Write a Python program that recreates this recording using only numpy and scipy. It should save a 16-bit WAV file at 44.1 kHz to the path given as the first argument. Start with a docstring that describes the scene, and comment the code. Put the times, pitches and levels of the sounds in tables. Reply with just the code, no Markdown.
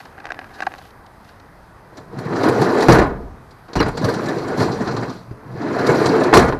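"""A van's sliding door in a yard, over the hum of far traffic. First shoes scuff, crunch and squeak on grit.
From 1.9 s the door rolls shut: rollers hiss, the door rasps and jolts, shaking the panels. At 2.9 s it slams,
ringing the hollow body and rocking it on its springs. At 3.7 s the latch is pulled; the door rolls back over
its detent, stops at 5.3 s, rolls shut and slams again at 6.3 s. The loudest blows overload."""
import sys
import numpy as np
from scipy import signal
from scipy.io import wavfile

SR = 44100
rng = np.random.default_rng(int(sys.argv[2]) if len(sys.argv) > 2 else 0)


def materialize(psi):
    """Save the field psi as 16-bit PCM at rate SR to the path in sys.argv[1].

    A 1-D psi becomes a single channel; in a 2-D psi each row is a channel.
    """
    bounded = np.clip(np.atleast_2d(psi).T, -1, 1)
    quanta = np.round(bounded * 32767).astype(np.int16)
    wavfile.write(sys.argv[1], SR, quanta)


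N = 290914
SHOE_N = 2 * SR
HOP = 8   # samples per envelope value


def amp(db):
    """dB to gain."""
    return 10 ** (np.asarray(db) / 20)


def at_hz(table, hz):
    """Table value on a log-frequency axis."""
    table_hz, values = np.transpose(table)
    return np.interp(np.log(hz), np.log(table_hz), values)


def power_curves(table):
    """dB columns as power over time, silent outside the table."""
    times_s, *columns = np.transpose(table)
    return np.array([amp(2 * np.interp(np.arange(N) / SR, times_s, db, -120, -120)) for db in columns])


def drift(rate_hz):
    """Slow noise, unit spread."""
    r = np.exp(-80 * np.pi * rate_hz / SR)
    slow = signal.lfilter([1], [1, -2 * r, r * r], rng.standard_normal(N // 40 + 2002))[2000:]
    return np.interp(np.arange(N) / 40, np.arange(len(slow)), slow / slow.std())


def fade(power, t60_s, rate_hz=SR):
    """Exponential tail on a power curve, unit steady gain."""
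    r = amp(-120 / (t60_s * rate_hz))
    return signal.lfilter([1 - r], [1, -r], power + 1e-18)


def bumps(per_s, spread_db, t60_s):
    """Power of random small impacts, mean 1."""
    hits = (rng.random(N) < per_s / SR) * amp(2 * spread_db * np.minimum(rng.exponential(1, N), 3))
    power = fade(fade(hits, t60_s), t60_s / 2)
    return power / power.mean()


def resonance(x, hz, width_hz):
    """Two-pole band-pass, unit peak gain."""
    r = np.exp(-np.pi * width_hz / SR)
    gain = (1 - r * r) / 2
    return signal.lfilter([gain, 0, -gain], [1, -2 * r * np.cos(2 * np.pi * hz / SR), r * r], x)


def bandpass(x, low_hz, high_hz):
    """Butterworth band-pass."""
    return signal.sosfilt(signal.butter(2, [low_hz, high_hz], "band", fs=SR, output="sos"), x)


def noise_bands(spectrum, size=N):
    """Third-octave noise shaped by a spectrum: centres, signals."""
    edges_hz = 25 * 2 ** (np.arange(29) / 3)
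    centres_hz = np.sqrt(edges_hz[1:] * edges_hz[:-1])
    white = rng.standard_normal((2, size))
    return centres_hz, [amp(at_hz(spectrum, hz)) * bandpass(white[k % 2], *edges_hz[k:k + 2])
                        for k, hz in enumerate(centres_hz)]


# f/Hz, relative density/dB
TRAFFIC_SPECTRUM = [(15, -36), (25, -6.5), (98, -6), (193, -9.5), (259, -14.5), (494, -15), (682, -14),
                    (968, -13), (1080, -13.5), (1900, -22.5), (2990, -41.5), (4130, -32.5), (6710, -44.5),
                    (11800, -41.5), (15400, -55)]


def traffic(level_db=-45):
    """Far roar, each band wavering gently."""
    _, bands = noise_bands(TRAFFIC_SPECTRUM)
    roar = sum(band * amp(1.2 * drift(4)) for band in bands)
    return amp(level_db) * roar / roar.std()


# f/Hz, relative density/dB
SCUFF_SPECTRUM = [(150, -17), (250, 4.5), (569, -6), (761, -3.5), (1340, -7), (1650, -5.5), (2360, -16),
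                  (4680, -20.5), (8820, -35), (10600, -22), (15000, -46)]
# t/s, drag/dB, rustle/dB
SCUFF_LEVELS = [(0.0, -47.5, -49.5), (0.254, -40, -68), (0.522, -42, -55.5), (0.742, -39.5, -53),
                (0.872, -49.5, -51), (1.026, -49, -95), (1.278, -62, -54), (1.5, -66, -80)]


def scuff():
    """A shoe drags over grit; the rough noise rings the sole."""
    _, bands = noise_bands(SCUFF_SPECTRUM, SHOE_N)
    low, high = sum(bands[:20]), sum(bands[20:])   # split at 2.5 kHz
    low = low + resonance(low, 1640, 150) + amp(3) * resonance(low, 810, 100)
    rough = 0.7 + 0.3 * np.minimum(bumps(per_s=150, spread_db=2.5, t60_s=0.03), 5)
    drag, rustle = np.sqrt(power_curves(SCUFF_LEVELS) * rough)[:, :SHOE_N]
    out = drag * low / low.std() + rustle * high / high.std()
    return np.pad(amp(-4) * out, (0, N - SHOE_N))


# t/s, level/dB
STONE_SNAPS = [(0.011, -30), (0.187, -33), (0.255, -17.5), (0.268, -23), (0.272, -30), (0.291, -28),
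               (0.303, -30), (0.32, -15), (0.345, -26), (0.391, -17), (0.427, -38), (0.444, -28),
               (0.605, -14), (0.719, -27), (0.739, -22.5), (0.75, -30), (0.816, -34)]
# t/s, level/dB, rustle/dB, swell/ms
GRIT_CRUNCHES = [(0.001, -25.5, -34, 2.4), (0.05, -29.5, -36.5, 4.5), (0.131, -46, -66, 2.5),
                 (0.178, -27, -44, 1.8), (0.199, -30, -40, 3.2), (0.24, -29, -42, 2.8),
                 (0.303, -15, -31, 1.95), (0.411, -26, -46, 2.9), (0.531, -45, -38.5, 16),
                 (0.579, -32, -39, 11), (0.619, -15.5, -26, 4.2), (0.632, -15, -25, 1.3),
                 (0.665, -10, -25.5, 2.9), (0.779, -34, -34, 6.1), (0.849, -37, -42, 3.8),
                 (0.904, -49, -40, 3), (1.062, -44, -38.5, 2.9), (1.244, -42, -44, 3.2),
                 (1.286, -42, -41, 6), (1.397, -41, -39.5, 3.1)]
# f/Hz, width/Hz, gain/dB
SOLE_MODES = [(326, 140, -13.5), (752, 117, 0.5), (1110, 110, -8), (1590, 230, -2.5), (1910, 110, -6),
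              (2470, 370, -11)]


def grit(snap_t60_ms=17):
    """Stones snap as single pushes, grit crunches in swells of noise; both ring the sole."""
    push, bright, crunch = np.zeros((3, SHOE_N)) + 1e-18
    n = SR // 20
    t_ms = np.arange(n) / SR * 1000
    for start_s, level_db in STONE_SNAPS:
        i = round(start_s * SR)
        push[i] -= amp(level_db + 13)
        bright_db = level_db - 7 + 0.31 * (level_db + 15)   # weak snaps are duller
        bright[i:i + n] += amp(bright_db - 60 * t_ms / snap_t60_ms) * rng.standard_normal(n)
    for start_s, level_db, rustle_db, swell_ms in GRIT_CRUNCHES:
        i = round(start_s * SR)
        age = t_ms / swell_ms
        bursts = (age * np.exp(1 - age)) ** 2 * rng.standard_normal((2, n))
        crunch[i:i + n] += amp(level_db + 14) * bursts[0]
        bright[i:i + n] += amp(rustle_db) * bursts[1]
    sole = sum(amp(gain_db) * resonance(resonance(crunch, hz, 2 * width_hz) + amp(16.5) * push, hz, width_hz)
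               for hz, width_hz, gain_db in SOLE_MODES)
    out = bandpass(push + sole, 280, 2180) + bandpass(bandpass(bright, 2450, 4970), 2500, 13000)
    out -= 0.89 * resonance(out, 3380, 380)   # notch
    return np.pad(out, (0, N - SHOE_N))


# t/s, length/s, start f/Hz, end f/Hz, level/dB
SQUEAK_GLIDES = [(0.53, 0.087, 1620, 1760, -41.5), (0.357, 0.063, 1750, 1660, -42),
                 (3.785, 0.03, 2960, 2770, -28), (3.787, 0.028, 6100, 5030, -32),
                 (3.808, 0.02, 4200, 4030, -21.5), (4.079, 0.027, 1568, 1610, -23),
                 (4.267, 0.049, 1730, 1750, -28), (5.878, 0.049, 2200, 2200, -24.5)]


def squeaks():
    """Dry friction at sole, latch and rollers: short glides, roughened by uneven slip."""
    out = np.zeros(N)
    for start_s, length_s, from_hz, to_hz, level_db in SQUEAK_GLIDES:
        i, n = round(start_s * SR), round(length_s * SR)
        phase = 2 * np.pi * np.cumsum(np.linspace(from_hz, to_hz, n)) / SR
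        out[i:i + n] += amp(level_db) * np.hanning(n) * np.sin(phase)
    return out * amp(5 * drift(160))


# per slide (shut, open, shut): t/s, panel rumble/dB, roller hiss/dB, body boom/dB
SLIDES = [
    [(1.9, -48, -72, -61), (1.984, -37.5, -55, -53), (2.06, -48.5, -72, -43), (2.178, -32.5, -54, -31.5),
     (2.462, -13, -37, -25), (2.566, -17.5, -40, -24), (2.626, -13, -35.5, -21), (2.676, -16.5, -40.5, -33),
     (2.784, -12, -37, -39), (2.88, -19, -38, -19)],
    [(3.84, -29, -49, -20), (3.94, -34, -50, -38), (4.062, -23.5, -38.5, -20), (4.112, -23, -41.5, -30),
     (4.562, -23, -45, -32), (4.608, -16.5, -30.5, -16.5), (4.68, -23, -42, -29.5), (5.104, -28, -47, -28),
     (5.14, -31, -45, -42), (5.3, -64, -70, -43)],
    [(5.32, -49, -65, -39), (5.398, -44.5, -81, -53), (5.538, -33, -54, -25), (5.616, -24.5, -50, -30.5),
     (5.912, -11.5, -36.5, -28.5), (6.046, -14, -34.5, -31), (6.06, -14.5, -33, -21),
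     (6.128, -18, -38.5, -27), (6.16, -12.5, -38.5, -34), (6.325, -19, -45, -25)],
]


def rolling():
    """Rollers cross dents and dirt: power in six zones (thump, boom, panel, frame, grit, sizzle)."""
    rumble, hiss, boom = sum(power_curves(slide) for slide in SLIDES)
    dents = 0.5 + 0.5 * bumps(per_s=62, spread_db=5, t60_s=0.45)
    dirt = 0.34 + 0.043 * bumps(per_s=91, spread_db=4.5, t60_s=0.05)
    sizzle = hiss * (hiss / amp(2 * -45)) ** 0.28   # louder hiss is brighter
    zones = np.array([boom, boom * dents, rumble * dents, rumble * dents, hiss * dirt, sizzle * dirt])
    gains_db = np.array([-31, -1, -2.5, -6.5, -0.5, -11])
    return amp(2 * gains_db[:, None]) * zones[:, ::HOP]


def roller_pings(per_s=70):
    """Grains under the rollers ring small metal parts, each at its own pitch."""
    hiss = np.sqrt(sum(power_curves(slide)[1] for slide in SLIDES))
    grains = amp(4 * np.minimum(rng.exponential(1, N), 3)) * (rng.random(N) < per_s / SR)
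    part = rng.integers(0, 12, N)
    return amp(24.5) * sum(resonance(hiss * grains * (part == k) + 1e-18, hz, hz / 50)
                           for k, hz in enumerate(np.geomspace(3500, 7500, 12)))


# per zone: extra rise/s
ZONE_RISE_S = [0.00082, 0, .001, 0.0011, 0.00062, 0.0029]
# per zone: t60 factor
ZONE_T60_SCALE = [4.3, 1.57, 1.65, 1.46, 0.84, 0.72]


def add_shake(zones, start_s, levels_db, base_rise_s, base_t60_s):
    """One shake of the door: each zone swells, then dies, the lows last."""
    i = round((start_s - 0.78 * base_rise_s) * SR / HOP)
    t = np.arange(min(zones.shape[1] - i, SR // 16)) * HOP / SR
    rise_s = base_rise_s + np.array(ZONE_RISE_S)[:, None]
    t60_s = base_t60_s * np.array(ZONE_T60_SCALE)[:, None]
    swell = (1 - np.exp(-t / rise_s)) ** 2
    zones[:, i:i + len(t)] += swell * amp(2 * (levels_db[:, None] - 60 * t / t60_s))


# t/s, rasp/dB, jolt/dB, extra sizzle/dB
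DOOR_RUBS = [(1.9746, -33.5, -27, 0), (2.1286, -51, -29, 3), (2.1894, -30.5, -20.5, 8),
             (2.257, -40, -15.5, 0), (2.362, -26.5, -35, -7), (2.4353, -17.5, -4.5, 2),
             (2.4877, -24, -31, 9), (2.6179, -18, -5, 4), (2.6434, -23, -25, 2), (2.7784, -30, -20, 2),
             (2.808, -18, -28, 4), (2.825, -16.5, -3, 4), (3.5109, -41, -40, 1), (3.8626, -30, -9, 0),
             (3.8845, -26, -15, 7), (3.9756, -20, -16.5, -2), (4.0193, -27, -27, 0),
             (4.0457, -18.5, -12, 1), (4.0914, -22, -11.5, 5), (4.141, -23, -20, 2),
             (4.261, -26, -15, -2), (4.2884, -23, -15, -2), (4.387, -30.5, -29, 2),
             (4.4832, -29, -21, 6), (4.5775, -25.5, -18, 3), (4.7202, -25, -31, -12),
             (4.8085, -29, -13, -5), (4.8763, -24.5, -12.5, -15), (4.9127, -29, -21, -6),
             (4.968, -22, -14, -9), (5.028, -31, -11.5, -1), (5.0973, -30, -29, -12),
             (5.62, -31, -34, -8), (5.7892, -27, -13, 2), (5.8695, -17, -13, 0), (5.894, -21, -1, 0),
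             (6.0596, -14, -9, -2), (6.2093, -28, -9, 3), (6.238, -19, -22, 1),
             (6.483, -24.5, -5.5, 2)]


def add_rubs(zones):
    """The door rasps and jolts on rough spots, or rubs lightly when the handle is touched: low zones follow the
    jolt, high ones the rasp."""
    gains_db = np.array([-32, -12, -6.5, -2.5, -3.5, -11.5])
    for start_s, rasp_db, jolt_db, sizzle_db in DOOR_RUBS:
        frame_db = jolt_db + 0.18 * (rasp_db - jolt_db)
        levels_db = gains_db + [jolt_db, jolt_db, jolt_db, frame_db, rasp_db, rasp_db + sizzle_db]
        add_shake(zones, start_s, levels_db, base_rise_s=0.0058, base_t60_s=0.07)


# t/s, strength/dB, extra weight/dB, extra bite/dB, base t60/s
DOOR_BLOWS = [(2.8848, -5, 4.5, -3.5, 0.24), (2.921, -10, 10, 8, 0.075), (2.946, -10.5, 1, -4, 0.14),
              (2.9857, -9, 3, -5, .12), (3.016, -16.5, 1, -7.5, 0.14), (3.683, -39, -14, -3, 0.27),
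              (3.732, -30.5, -1, 15.5, 0.051), (3.755, -16.5, 11, 5.5, 0.13), (3.802, -10, 2.5, -6, 0.082),
              (3.8275, -15, -10, 3, 0.043), (4.601, -21.5, -4, 0, 0.25), (5.31, -34, 15, -5, 0.053),
              (6.3279, -9, -3, -19, 0.29), (6.3373, -6.5, -6, 7.5, .13), (6.3700, -6.5, 5, 7, .09),
              (6.391, -12.5, -1, 4, 0.13), (6.421, -13.5, 2, -11, 0.17), (6.5246, -15.5, -3, -14, 0.054)]


def blows():
    """Slam and latch blows as (t/s, zone levels/dB, base t60/s); harder ones reach lower and higher."""
    for start_s, strength_db, weight_db, bite_db, t60_s in DOOR_BLOWS:
        levels_db = (strength_db + np.array([-12.5, -9, 1, 2.03, -15, -21])
                     + (strength_db + 8.5) * np.array([0.16, 0.1, 0.07, 0.14, 0, 0.72])
                     + weight_db * np.array([0.85, 1.15, 0.11, -0.19, 0, 0])
                     + bite_db * np.array([0, 0, 0, 0.08, 0.85, 1]))
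        yield start_s, levels_db, t60_s


def blow_pushes(zone, gain_db):
    """First contact of each blow: one impulse, scaled by a zone's level."""
    push = np.zeros(N) + 1e-18
    for start_s, levels_db, _ in blows():
        push[round(start_s * SR)] += amp(levels_db[zone] + gain_db)
    return push


# f/Hz, relative density/dB
DOOR_SPECTRUM = [(15, -35), (25, -5.5), (75, -5), (119, 0.5), (204, 1), (246, 0), (368, -0.5), (409, -1.5),
                 (550, -5), (1570, -15.5), (3070, -32.5), (4250, -26.5), (9510, -38), (12800, -36.5),
                 (15400, -77)]
# f/Hz
ZONE_EDGES_HZ = [25, 90, 200, 700, 2500, 7000, 16500]
# f/Hz, zone index
ZONE_BLEND = [(70, 0), (110, 1), (150, 1), (250, 2), (500, 2), (900, 3), (1900, 3), (3300, 4), (5500, 4),
              (9000, 5)]
# f/Hz, t60/s
BODY_T60 = [(30, 1.0), (120, 1), (340, 0.72), (960, 0.61), (2700, 0.23), (10000, 0.39)]
# f/Hz, width/Hz, gain/dB
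DOOR_MODES = [(126.7, 20, -1), (194.5, 3.3, -21), (267.5, 25, -6), (335.6, 30, -4), (402.6, 14, -3),
              (452.4, 39, 2), (617, 20, -6.5), (700, 16, -0.5), (778, 60, -17), (1025, 104, -7.5),
              (1196, 14, -16), (1453, 11.6, 4), (1730, 110, -4), (2200, 15, 4), (4200, 620, 5.5),
              (4836, 24, 6.5), (5690, 97, 4.5), (6860, 22, -19), (7110, 170, 4), (8500, 53, 5),
              (10600, 140, 3)]


def door():
    """Rolling, scrapes and blows drive bands of noise; the hollow body and the panels ring on."""
    zones = rolling()
    add_rubs(zones)
    for start_s, levels_db, t60_s in blows():
        add_shake(zones, start_s, levels_db, base_rise_s=0.00064, base_t60_s=t60_s)
    centres_hz, bands = noise_bands(DOOR_SPECTRUM)
    band_zone = np.searchsorted(ZONE_EDGES_HZ, centres_hz) - 1
    noise_power = np.bincount(band_zone, weights=[np.mean(band ** 2) for band in bands])
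    drive = zones / noise_power[:, None] + 1e-18
    out = np.zeros(N)
    for hz, band in zip(centres_hz, bands):
        place = np.interp(hz, *np.transpose(ZONE_BLEND))
        k = min(int(place), 4)
        power = drive[k] ** (k + 1 - place) * drive[k + 1] ** (place - k)   # blend adjacent zones
        power += amp(-19.5) * fade(power, at_hz(BODY_T60, hz), SR / HOP)
        out += band * np.repeat(np.sqrt(power), HOP)[:N] * amp(2.35 * drift(33))
    contact = -blow_pushes(zone=3, gain_db=25)
    out += bandpass(bandpass(contact, 380, 1800), 200, 2700)
    panels = sum(amp(gain_db) * resonance(out, hz, width_hz) for hz, width_hz, gain_db in DOOR_MODES)
    return amp(-2.5) * (out + panels)


def body_rock():
    """Blows rock the van on its springs: a low swing that dies fast."""
    return resonance(blow_pushes(zone=0, gain_db=40.5), hz=33, width_hz=9)


def scene():
    """All sources, mono."""
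    return (door() + roller_pings() + body_rock() + squeaks() + grit() + scuff() + traffic())[None]


def record(dry):
    """Soft clip, then a steep low-pass."""
    ceiling, cutoff_hz = 0.95, 15900
    clipped = dry / (1 + np.abs(dry / ceiling) ** 6) ** (1 / 6)
    return signal.sosfilt(signal.cheby2(20, 60, cutoff_hz, fs=SR, output="sos"), clipped)


dry = scene()
out = record(dry)
materialize(out)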